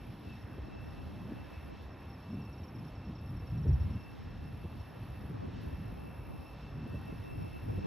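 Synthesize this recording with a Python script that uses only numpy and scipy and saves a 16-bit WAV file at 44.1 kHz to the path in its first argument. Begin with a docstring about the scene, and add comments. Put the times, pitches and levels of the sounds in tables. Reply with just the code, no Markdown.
"""Gusts of wind thump, boom and flutter on a phone's two microphone ports, on a wide, warm grass airfield.
The wind is noise of several colours with low swinging booms and sudden puffs. Behind it a far aircraft,
mixed with wind, is a dull, wavering roar of noise with a faint hum of thin tones. In the grass a grasshopper
buzzes in phrases (runs of clicks), a bush cricket ticks (ringing clicks), a cricket chirps (short falling
tones) and far ones trill (wavering tones), amid a high hiss of many insects."""
import sys
import numpy as np
from scipy import signal
from scipy.fft import rfft, irfft, next_fast_len
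from scipy.io import wavfile
from scipy.ndimage import uniform_filter1d, map_coordinates

SR = 44100
rng = np.random.default_rng(int(sys.argv[2]) if len(sys.argv) > 2 else 0)


def boost_factor(decibels):
    """Convert a level in decibels to a linear amplitude factor."""
    exponent = np.asarray(decibels, float) / 20
    return 10 ** exponent


def generate_wav(signal):
    """Clip the signal to [-1, 1] and save it as 16-bit WAV at the path in sys.argv[1]."""
    frames = np.transpose(np.atleast_2d(signal))
    scaled = np.clip(frames, -1, 1) * 32767
    pcm = np.round(scaled).astype(np.int16)
    wavfile.write(sys.argv[1], SR, pcm)


N = 346626  # length in samples


def unit(x):
    """The sound scaled to rms 1."""
    return x / np.sqrt(np.mean(x ** 2) + 1e-20)


def along(points, hz):
    """Values between (f/Hz, value) points, read on a log frequency axis."""
    f, value = np.transpose(points)
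    return np.interp(np.log(hz + 1), np.log(f + 1), value)


def curves(rows):
    """One value per sample for each column after the time."""
    s, *columns = np.transpose(rows)
    return [np.interp(np.arange(N) / SR, s, column) for column in columns]


def wobble(rate):
    """A smooth random curve through rate random points a second."""
    points = rng.standard_normal(int(N * rate / SR) + 4)
    return map_coordinates(points, [np.arange(N) * rate / SR])


def filtered(x, response):
    """The sound after a filter given as a complex response of frequency."""
    m = next_fast_len(N + 8192)
    return irfft(rfft(x, m) * response(np.fft.rfftfreq(m, 1 / SR)), m)[..., :N]


def coloured(x, colour):
    """The sound given a (f/Hz, level/dB) colour, rms 1."""
    return unit(filtered(x, lambda hz: boost_factor(along(colour, hz))))


def rush(colour, lumpy_db, rate):
    """Coloured noise of rms 1 whose level lurches about rate times a second."""
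    lumpy_noise = boost_factor(lumpy_db * wobble(rate)) * rng.standard_normal(N)
    return coloured(lumpy_noise, colour)


def dense(colour, even):
    """Coloured noise of rms 1 with its own swells partly evened out, as in steady turbulence."""
    x = coloured(rng.standard_normal(N), colour)
    power = uniform_filter1d(uniform_filter1d(x * x, size=700), size=700)
    swell = np.sqrt(np.abs(power) + 0.02)
    return coloured(x / swell ** even, colour)


def clicks(s, gain):
    """Single-sample impulses at times s."""
    at = np.round(np.ravel(s) * SR).astype(int)
    inside = (at >= 0) & (at < N)
    return np.bincount(at[inside], np.ravel(gain)[inside], N)


def wavering(hz, waver_hz, flutter_db):
    """A tone of rms 1 whose pitch and level are shaken by the air on the way."""
    turns = np.cumsum(hz + waver_hz * wobble(60)) / SR
    return unit(boost_factor(flutter_db * wobble(25)) * np.sin(2 * np.pi * turns))


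def bumps(rows):
    """Sum of bell-shaped gains from (middle t/s, length t/s, peak level/dB) rows."""
    t = np.arange(0, N, 32) / SR
    gain = sum(boost_factor(db) * np.exp(-2 * ((t - s) / length) ** 2) for s, length, db in rows)
    return np.interp(np.arange(N) / SR, t, gain)


# large eddies that boom on the ports: middle t/s, rms level/dB at the peak, pitch f/Hz
BOOMS = [(0.29, -43.5, 87.0), (0.449, -41, 92.0), (0.6, -39, 80.0), (0.63, -41, 65.0), (0.799, -45.0, 91.0),
         (1.068, -44, 75.0), (1.408, -43.0, 84.0), (1.578, -41.5, 81), (1.863, -45, 73.0),
         (2.632, -42.5, 82.0), (2.99, -44, 89.0), (3.196, -40.0, 98.0), (3.437, -40, 88.0),
         (3.53, -36, 96.0), (3.63, -38, 75.0), (3.706, -24, 91), (3.745, -26, 69.0), (3.815, -28.5, 80.0),
         (3.861, -32.5, 86.0), (3.909, -34, 83.0), (3.957, -33, 96), (4.274, -41.5, 77.0),
         (4.436, -43.5, 85.0), (4.651, -40, 90.0), (4.808, -38.5, 88.0), (5.033, -40, 88.0),
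         (5.114, -41.5, 73.0), (5.25, -40.5, 79.0), (5.406, -41, 94.0), (5.501, -39.5, 97.0),
         (5.674, -37.5, 71.5), (5.746, -40.0, 70.0), (6.191, -44, 89.0), (6.284, -45, 73.0),
         (6.397, -41.5, 73.0), (6.734, -45.0, 61.0), (6.913, -40.0, 82.0), (6.952, -38.5, 93.0),
         (7.39, -40, 94), (7.468, -44, 82.0), (7.702, -35.5, 91.0), (7.757, -35, 92.0),
         (7.782, -34.0, 89.5)]


def booms(deep_db):
    """Each eddy swings the diaphragm a couple of times, slowing as it passes; lesser ones come all along."""
    boom_turns, pitch_sag = 1.69, .15  # swings in one boom; share by which its pitch falls
    t = np.arange(-SR // 10, SR // 10) / SR
    out = np.zeros(N + SR)
    when, size, pitch = rng.random((90, 3)).T  # lesser eddies at random
    small_db = deep_db[(when * N).astype(int)] + 2 + 7.5 * (size - .5)
    small_hz = np.interp(pitch, [0, 1], (49, 130))
    rows = list(BOOMS) + list(zip(when * N / SR, small_db, small_hz))
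    for (s, db, hz), phase in zip(rows, rng.random((len(rows), 1))):
        u = t * hz / boom_turns
        turns = hz * t * (1 - pitch_sag * np.clip(u, -1, 1) / 2) + phase
        swing = np.sin(2 * np.pi * turns)
        out[round(s * SR):][:len(t)] += np.sqrt(2) * boost_factor(db) * np.exp(-2 * u ** 2) * swing
    return out[SR // 10:][:N]


# wind on both ports: t/s, strength level/dB, eddy size level/dB (more = deeper, less = more fluttery)
WIND = [(0, -50.5, 1.5), (.3, -53, 0.5), (.6, -50.5, 0), (.9, -55, 4), (1.32, -47.5, -5.5), (1.5, -54, 4.5),
        (2.07, -55, 2), (2.25, -49.5, -2.5), (3.0, -49, -1), (3.45, -44, 0.5), (3.6, -40.5, -2),
        (3.69, -29, 0.5), (3.8, -44.5, 1), (3.96, -44.5, 2), (4.04, -56.5, 3), (4.6, -49.5, 0),
        (5.1, -51.5, 2.5), (5.3, -44.5, -2.5), (5.9, -49, 1.5), (6.65, -55, 1.5), (6.93, -44.5, -4),
        (7.2, -52, 4.5), (7.4, -44, -1), (7.54, -53, 6), (7.74, -40, -1.5), (7.86, -51, -1)]
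# colours of its low, middle and upper parts: f/Hz, level/dB per Hz before scaling
RUMBLE_COLOUR = [(18, -29), (30, -14.5), (42, -1.5), (55, -1), (75, 1.5), (92, -1.5), (115, -17),
                 (200, -58), (400, -120)]
THUMP_COLOUR = [(40, -91), (75, -24.5), (98, -0.5), (165, -3), (210, -19.5), (500, -120)]
FLUTTER_COLOUR = [(60, -96), (140, -13), (185, -0.5), (270, -4.5), (400, -11), (600, -30), (1200, -120)]


def wind():
    """Swirling air presses on both ports alike: deep rumble, thumps and flutter, with booms on top."""
    strength_db, size_db = curves(WIND)
    lurch = boost_factor(2.2 * wobble(20))  # eddies shake low and high parts together
    mean_db = strength_db.mean()
    swing_db = strength_db - mean_db
    # rumble and flutter follow only a share of the swings in strength
    deep_db = mean_db + 0.75 * swing_db + size_db
    flutter_db = mean_db + .45 * swing_db - size_db - 4.5
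    rumble = unit(lurch * dense(RUMBLE_COLOUR, even=0.49))
    thumps = unit(lurch * dense(THUMP_COLOUR, even=0.46))
    flutter = unit(lurch ** 1.44 * dense(FLUTTER_COLOUR, even=0.34))
    shared = booms(deep_db)
    shared += boost_factor(deep_db - 2.5 + 2.1 * wobble(11)) * rumble
    shared += boost_factor(strength_db + 1.67 * wobble(11)) * thumps
    shared += boost_factor(flutter_db + 2.44 * wobble(9)) * flutter
    return shared


# wind that pushes the ports apart: t/s, low part level/dB, hiss level/dB over the low part
CROSSWIND = [(0, -64, 0), (.55, -62.5, -1), (.68, -51.5, -4), (.9, -52.5, -5), (1.25, -51.5, -9),
             (1.5, -54.5, -3), (2.0, -64, -2), (2.3, -77, 4), (2.6, -78, 1), (2.79, -62, -10),
             (3.15, -81, 5), (3.45, -56, -9), (3.65, -56, -8), (3.77, -42.5, -13.5), (3.95, -54, -9),
             (4.25, -52, -6), (4.7, -60, -2.5), (5.2, -60, 0.5), (5.42, -50, -1.5), (6.1, -55.5, 0.5),
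             (6.4, -51.5, -4), (6.58, -59, -4), (6.82, -53, -6), (7.1, -55, 1), (7.35, -49.5, 1),
             (7.65, -53, 1), (7.86, -42, -1)]
# colours of the low part and the hiss: f/Hz, level/dB per Hz before scaling
CROSS_LOW_COLOUR = [(25, -36.5), (70, 8), (200, 10), (300, -2.5), (500, -58), (900, -120)]
CROSS_HISS_COLOUR = [(60, -104.5), (150, -35.5), (280, 0), (500, -8), (1000, -15.5), (1400, -26),
                     (2100, -120)]


def crosswind():
    """Wind across the ports pushes one while it pulls the other: the same noise, opposite in sign."""
    low_db, hiss_db = curves(CROSSWIND)
    shove = boost_factor(2.7 * wobble(20) + 1.3 * wobble(7))
    low = unit(shove * rush(CROSS_LOW_COLOUR, 0.53, rate=26))
    hiss = unit(shove * rush(CROSS_HISS_COLOUR, 3.7, rate=33))
    return np.outer([1, -1], boost_factor(low_db) * (low + boost_factor(hiss_db) * hiss))


# low roar of aircraft and wind together: t/s, roar level/dB, change in the upper noises level/dB
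AIRCRAFT = [(0, -57.5, 0), (1.15, -55, 0.5), (1.3, -54.5, 1.5), (1.52, -55.5, 2), (1.85, -56, 0),
            (2.6, -55.5, -1.5), (3.6, -55.5, -1), (3.9, -55, 1), (4.3, -56.5, 1.5), (4.7, -56, -1.5),
            (5.05, -56, 1.5), (5.4, -55, 1.5), (5.6, -56.5, 2.5), (6.2, -55, -1.5), (6.85, -55.5, 0),
            (7.0, -54.5, 2), (7.3, -57, 0.5), (7.86, -57, 2.5)]
# colours of the four noises: f/Hz, level/dB per Hz before scaling
ROAR_COLOUR = [(100, -19.5), (250, 3), (400, -1.5), (700, -3.5), (1050, -5.5), (1400, -11), (2200, -55),
               (4000, -120)]
RASP_COLOUR = [(500, -96), (1000, -25.5), (1400, -2.5), (1850, 0.5), (2050, -7), (3500, -120)]
WHOOSH_COLOUR = [(1000, -89), (1800, -25.5), (2100, 0), (2600, -0.5), (3000, -16.5), (5000, -120)]
HISS_COLOUR = [(1000, -97), (2000, -20), (2800, 0), (3700, -1.5), (4600, -7.5), (5400, -6.5), (6300, -17.5),
               (7500, -23), (8800, -27.5), (9600, -34), (11500, -120)]
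# thin tones: f/Hz, level/dB at the start
HUM = [(300, -63.5), (600, -77), (791, -71), (3254, -85)]


def aircraft():
    """Distance blurs engine and propeller into a dull roar, mixed with wind, and a few thin tones."""
    level_db, upper_db = curves(AIRCRAFT)
    sound = boost_factor(level_db) * rush(ROAR_COLOUR, 0.46, rate=6)
    # each upper noise follows a share of the change
    sound += boost_factor(-66.5 + 0.97 * upper_db) * rush(RASP_COLOUR, .9, rate=6.0)
    sound += boost_factor(-70 + 0.69 * upper_db) * rush(WHOOSH_COLOUR, 1.3, rate=5.9)
    sound += boost_factor(-69 + 0.88 * upper_db) * rush(HISS_COLOUR, 0.96, rate=9.8)
    hum = sum(boost_factor(db) * wavering(hz, waver_hz=3, flutter_db=2.5) for hz, db in HUM)
    fade = boost_factor(-1.1 * np.arange(N) / SR)  # the tones fade as it draws away
    return sound + fade * hum


# far crickets between swells: t/s, level/dB
TRILL_FLOOR = [(0, -75), (2.5, -74.5), (3.3, -74), (5.4, -74.5), (6.3, -74.5), (7.86, -68)]
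# the air carries their song in swells: middle t/s, length t/s, peak level/dB
TRILL_SWELLS = [(.01, 0.086, -74), (.33, 0.12, -64), (.58, 0.1, -71), (.79, 0.16, -65.5),
                (1.01, 0.092, -68.5), (1.37, 0.15, -69.5), (1.555, 0.091, -63.5), (1.76, 0.12, -70.5),
                (2.1, 0.23, -75), (2.42, 0.2, -69), (3.03, 0.16, -74), (3.5, .18, -69.5),
                (3.91, 0.097, -70), (4.07, 0.12, -66.5), (4.44, 0.13, -71), (4.68, 0.089, -67.5),
                (5.05, 0.3, -73), (5.75, 0.41, -69.5), (6.08, 0.11, -70.5), (6.28, 0.13, -68.5),
                (6.48, 0.11, -63.5), (6.71, .14, -68.5), (6.93, 0.087, -63.5), (7.09, 0.092, -63.5),
                (7.29, 0.093, -62), (7.52, 0.15, -62.5), (7.84, .12, -64.5)]
# their tones: f/Hz, level/dB relative to the song, pitch waver f/Hz
TRILL_TONES = [(2675, 0, 9), (2635, -3.5, 16), (8016, -31, 90)]


def trill():
    """Far crickets singing without pause merge into fuzzy tones, with a shimmer an octave up."""
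    gain = np.hypot(boost_factor(curves(TRILL_FLOOR)[0]), bumps(TRILL_SWELLS))
    tones = sum(boost_factor(db) * wavering(hz, waver, flutter_db=2.6) for hz, db, waver in TRILL_TONES)
    shimmer = unit(filtered(rng.standard_normal(N), lambda f: 1 / (1 + ((f - 5350) / 140) ** 2)))
    slow_gain = uniform_filter1d(gain, size=30000, mode="nearest")  # follows the swells loosely
    return gain * tones + boost_factor(-10.5 + 1.4 * wobble(9)) * slow_gain * shimmer


# phrases: start t/s, end t/s, first level/dB, last level/dB
PHRASES = [(-.35, 0.581, -68, -72.5), (.8, 1.718, -72, -70.5), (1.965, 2.927, -74, -71.5),
           (3.197, 4.15, -70, -70.5), (4.398, 5.33, -71, -67.5), (5.599, 6.55, -68, -67.5),
           (6.86, 7.802, -69, -66)]
# colour of the buzz: f/Hz, level/dB per Hz before scaling
BUZZ_COLOUR = [(6500, -120), (8600, -36), (9600, -21.5), (10400, -8.5), (11400, -2.5), (12300, -5),
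               (13900, -5), (14600, -8), (15500, -29), (16500, -120)]


def grasshopper():
    """Leg strokes speed up through each phrase; each drags six pegs over the wing, hardest at its end."""
    peg_clicks, body = np.zeros(N), np.zeros(N)
    for start, end, first_db, last_db in PHRASES:
        t = np.arange(start, end, 1 / SR)
        u = (t - start) / (end - start)
        w = np.clip(u / 0.72, 0, 1)
        strokes = np.cumsum(43.5 + 13.5 * w * w * (3 - 2 * w)) / SR  # 43.5 rising to 57 a second
        edges = np.clip(np.minimum(t - start, end - t) / 0.023, 0, 1)
        gain = boost_factor(first_db + (last_db - first_db) * u) * edges
        peg = np.arange(6 * int(strokes[-1]))
        luck = rng.standard_normal((len(peg), 2))
        s = np.interp(peg / 6 + .012 * luck[:, 0], strokes, t)
        force = boost_factor(np.take([-10, -9, -9, -6, -1, 0], peg % 6) + 2.5 * luck[:, 1])
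        peg_clicks += clicks(s, force * np.interp(s, t, gain))
        body += clicks(t, gain * (.75 + .25 * np.cos(2 * np.pi * (strokes - .8))))
    pegs = filtered(peg_clicks, lambda hz: boost_factor(along(BUZZ_COLOUR, hz) + 32.0))
    rasp = body * rush(BUZZ_COLOUR, 2.5, rate=1000)  # grass scatters the clicks into a rasp
    return pegs + boost_factor(-1.0) * rasp


# colour of the insect chorus: f/Hz, level/dB per Hz before scaling
CHORUS_COLOUR = [(8500, -120), (9500, -21), (10300, -15), (11200, -3), (12600, -5), (13200, -4.5),
                 (15600, -10), (16500, -120)]


def chorus():
    """Many insects in the field blend into a high, unsteady hiss."""
    return boost_factor(-75.0) * rush(CHORUS_COLOUR, 1.7, rate=40)


def faint_hiss():
    """A faint high hiss, the same in both channels."""
    colour = [(8000, -88), (10400, -0.5), (12300, -3), (13100, -49), (14000, -120)]
    return boost_factor(-90.5) * rush(colour, .6, rate=36)


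# near cricket, two wing strokes a chirp: t/s, typical peak level/dB, gap between the strokes t/s
CHIRPS = [(.1287, -76, 0.03), (0.324, -68, 0.029), (.644, -70, .026), (0.7433, -70, .032),
          (.8465, -69, .026), (1.215, -76, .028), (1.74, -73, .034), (1.8, -69, 0.035),
          (1.9076, -68, 0.023), (1.9949, -69, 0.033), (2.0997, -65, .033), (2.2009, -68, .029),
          (2.3142, -66, .026), (2.4199, -65, 0.032), (2.5282, -66, 0.053), (2.636, -63, 0.045),
          (2.7522, -64, .033), (2.847, -66.5, .033), (2.9532, -68, .0265), (3.052, -67, .03),
          (3.1533, -65, 0.032), (3.263, -64.5, .029), (3.3653, -65.5, .03), (3.4706, -64.5, 0.033),
          (3.5768, -67, 0.052), (3.6806, -64, .0495), (3.8028, -65, 0.031), (3.9041, -67, .0285),
          (4.0038, -65, .0305), (4.1031, -69, .028), (4.2034, -69, 0.033), (4.3057, -72, .027),
          (4.4389, -71, 0.032)]
# its single strokes: t/s, typical peak level/dB
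LONE_STROKES = [(.2499, -76), (.414, -68), (.9064, -68), (1.0141, -71), (1.4427, -71), (1.5389, -73),
                (1.6088, -75), (4.539, -71), (4.6987, -75), (4.803, -66.5), (4.8928, -73), (5.2096, -69)]


def chirps():
    """Each wing stroke is a short tone that falls as the scraper slows; weaker neighbours chirp all along."""
    slow_gap_s, long_s, short_s = .042, .027, .022  # chirps with a wider gap have long strokes
    neighbours = rng.random((320, 2))
    rows = []
    for s, db, gap in CHIRPS:
        length = long_s if gap > slow_gap_s else short_s
        rows += [(s, db, length), (s + gap, db, length)]
    rows += [(s, db, short_s) for s, db in LONE_STROKES]
    rows += [(a * N / SR, -87 + 7 * b, .02) for a, b in neighbours]
    out = np.zeros(N + SR)
    for s, db, length in rows:
        u = np.arange(round(length * SR)) / (length * SR)
        hz = 5050 + 25500 * length * (1 - u) ** .7  # longer strokes start higher
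        tone = np.sin(2 * np.pi * np.cumsum(hz) / SR)
        stroke = boost_factor(db + rng.normal(0, 1.2)) * np.sin(np.pi * u) ** 0.67 * tone
        out[max(round((s - .004) * SR), 0):][:len(u)] += stroke
    t = np.arange(SR // 20) / SR
    scatter = rng.standard_normal(len(t)) * boost_factor(-60 * t / 0.015)  # grass and ground smear each stroke
    smear = signal.fftconvolve(out, scatter / np.linalg.norm(scatter))
    return out[:N] + boost_factor(-13) * smear[:N]


# ticks: t/s, peak level/dB
TICKS = [(0.1508, -56), (0.586, -55), (1.0501, -57), (1.52, -57), (2.005, -55), (2.4501, -54),
         (2.8668, -54), (3.3222, -55), (3.753, -52), (4.2318, -55), (4.7037, -55), (5.1593, -52),
         (5.6359, -53), (6.0905, -57), (6.4948, -59), (6.9522, -53), (7.4061, -53)]


def bush_cricket():
    """Each tick is four tooth clicks, the last two weaker, ringing a high wing resonance."""
    s, db = np.transpose(TICKS)
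    tooth_s = s[:, None] + .00265 * np.arange(4)
    teeth = clicks(tooth_s, boost_factor(db[:, None] + np.array([21, 21, 17, 15])))
    # resonance at 13800 Hz, 3600 Hz wide, applied three times
    return filtered(teeth, lambda f: (1j * f * 3600 / (13800 ** 2 - f * f + 1j * f * 3600)) ** 3)


# sudden eddies: start t/s, peak level/dB
PUFFS = [(0.251, -38), (0.573, -34.5), (0.673, -39), (0.959, -46), (1.246, -36), (1.312, -29.5),
         (2.521, -48), (2.553, -48), (2.624, -47), (2.757, -40.5), (2.983, -50), (3.436, -39), (3.467, -40),
         (3.649, -37), (3.652, -31.5), (3.683, -28.5), (4.641, -32.5), (5.233, -35), (5.296, -33),
         (5.48, -36.5), (5.631, -39), (5.721, -49), (5.834, -43), (5.914, -34), (6.856, -32.5),
         (6.936, -30), (7.115, -33.5), (7.199, -44), (7.341, -48), (7.376, -39), (7.72, -35),
         (7.775, -27.5)]
# colour of a puff: f/Hz, level/dB per Hz before scaling
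PUFF_COLOUR = [(80, -42), (140, 1), (250, 0), (400, -3), (600, -8), (900, -22), (1600, -120)]


def puffs():
    """Sudden small eddies hit both ports as short bursts of noise."""
    length_s, rms_db = .021, -10  # rms under the peak
    gain = bumps([(s + length_s / 2, length_s * 0.76, db + rms_db) for s, db in PUFFS])
    return gain * dense(PUFF_COLOUR, even=1.0)


# how far the left channel leads the right: f/Hz, phase/radians
LEAD = [(200, 0), (690, -.8), (1030, 0), (4480, 0), (4820, -1.4), (5250, -5.1), (5750, -2 * np.pi),
        (8790, -2 * np.pi), (10100, -7.9), (12500, -8.7), (13100, -3 * np.pi)]
# left channel over right: f/Hz, level/dB
BALANCE = [(450, 0), (700, -2.5), (1060, -3.5), (1500, -1), (1950, 0)]


def stereo(field):
    """The phone's stereo processing sets a level and phase difference between left and right."""
    def half(hz):
        """Half of the difference, for the left; the right gets its inverse."""
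        return boost_factor(along(BALANCE, hz) / 2) * np.exp(.5j * along(LEAD, hz))
    return filtered(field, lambda hz: np.array([half(hz), 1 / half(hz)]))


def scene():
    """Sounds from the field are spread over two channels; wind and a faint hiss are added to these."""
    gusts = wind() + crosswind()
    field = aircraft() + trill() + grasshopper() + chorus() + chirps() + bush_cricket()
    return stereo(field) + gusts + faint_hiss() + puffs()


def band_limit(x):
    """A steep low-pass at the top of the band."""
    return signal.sosfilt(signal.butter(12, 15740, fs=SR, output="sos"), x)


def record(dry):
    """The phone takes in the finished mix of both channels."""
    return band_limit(dry)


dry = scene()
out = record(dry)
generate_wav(out)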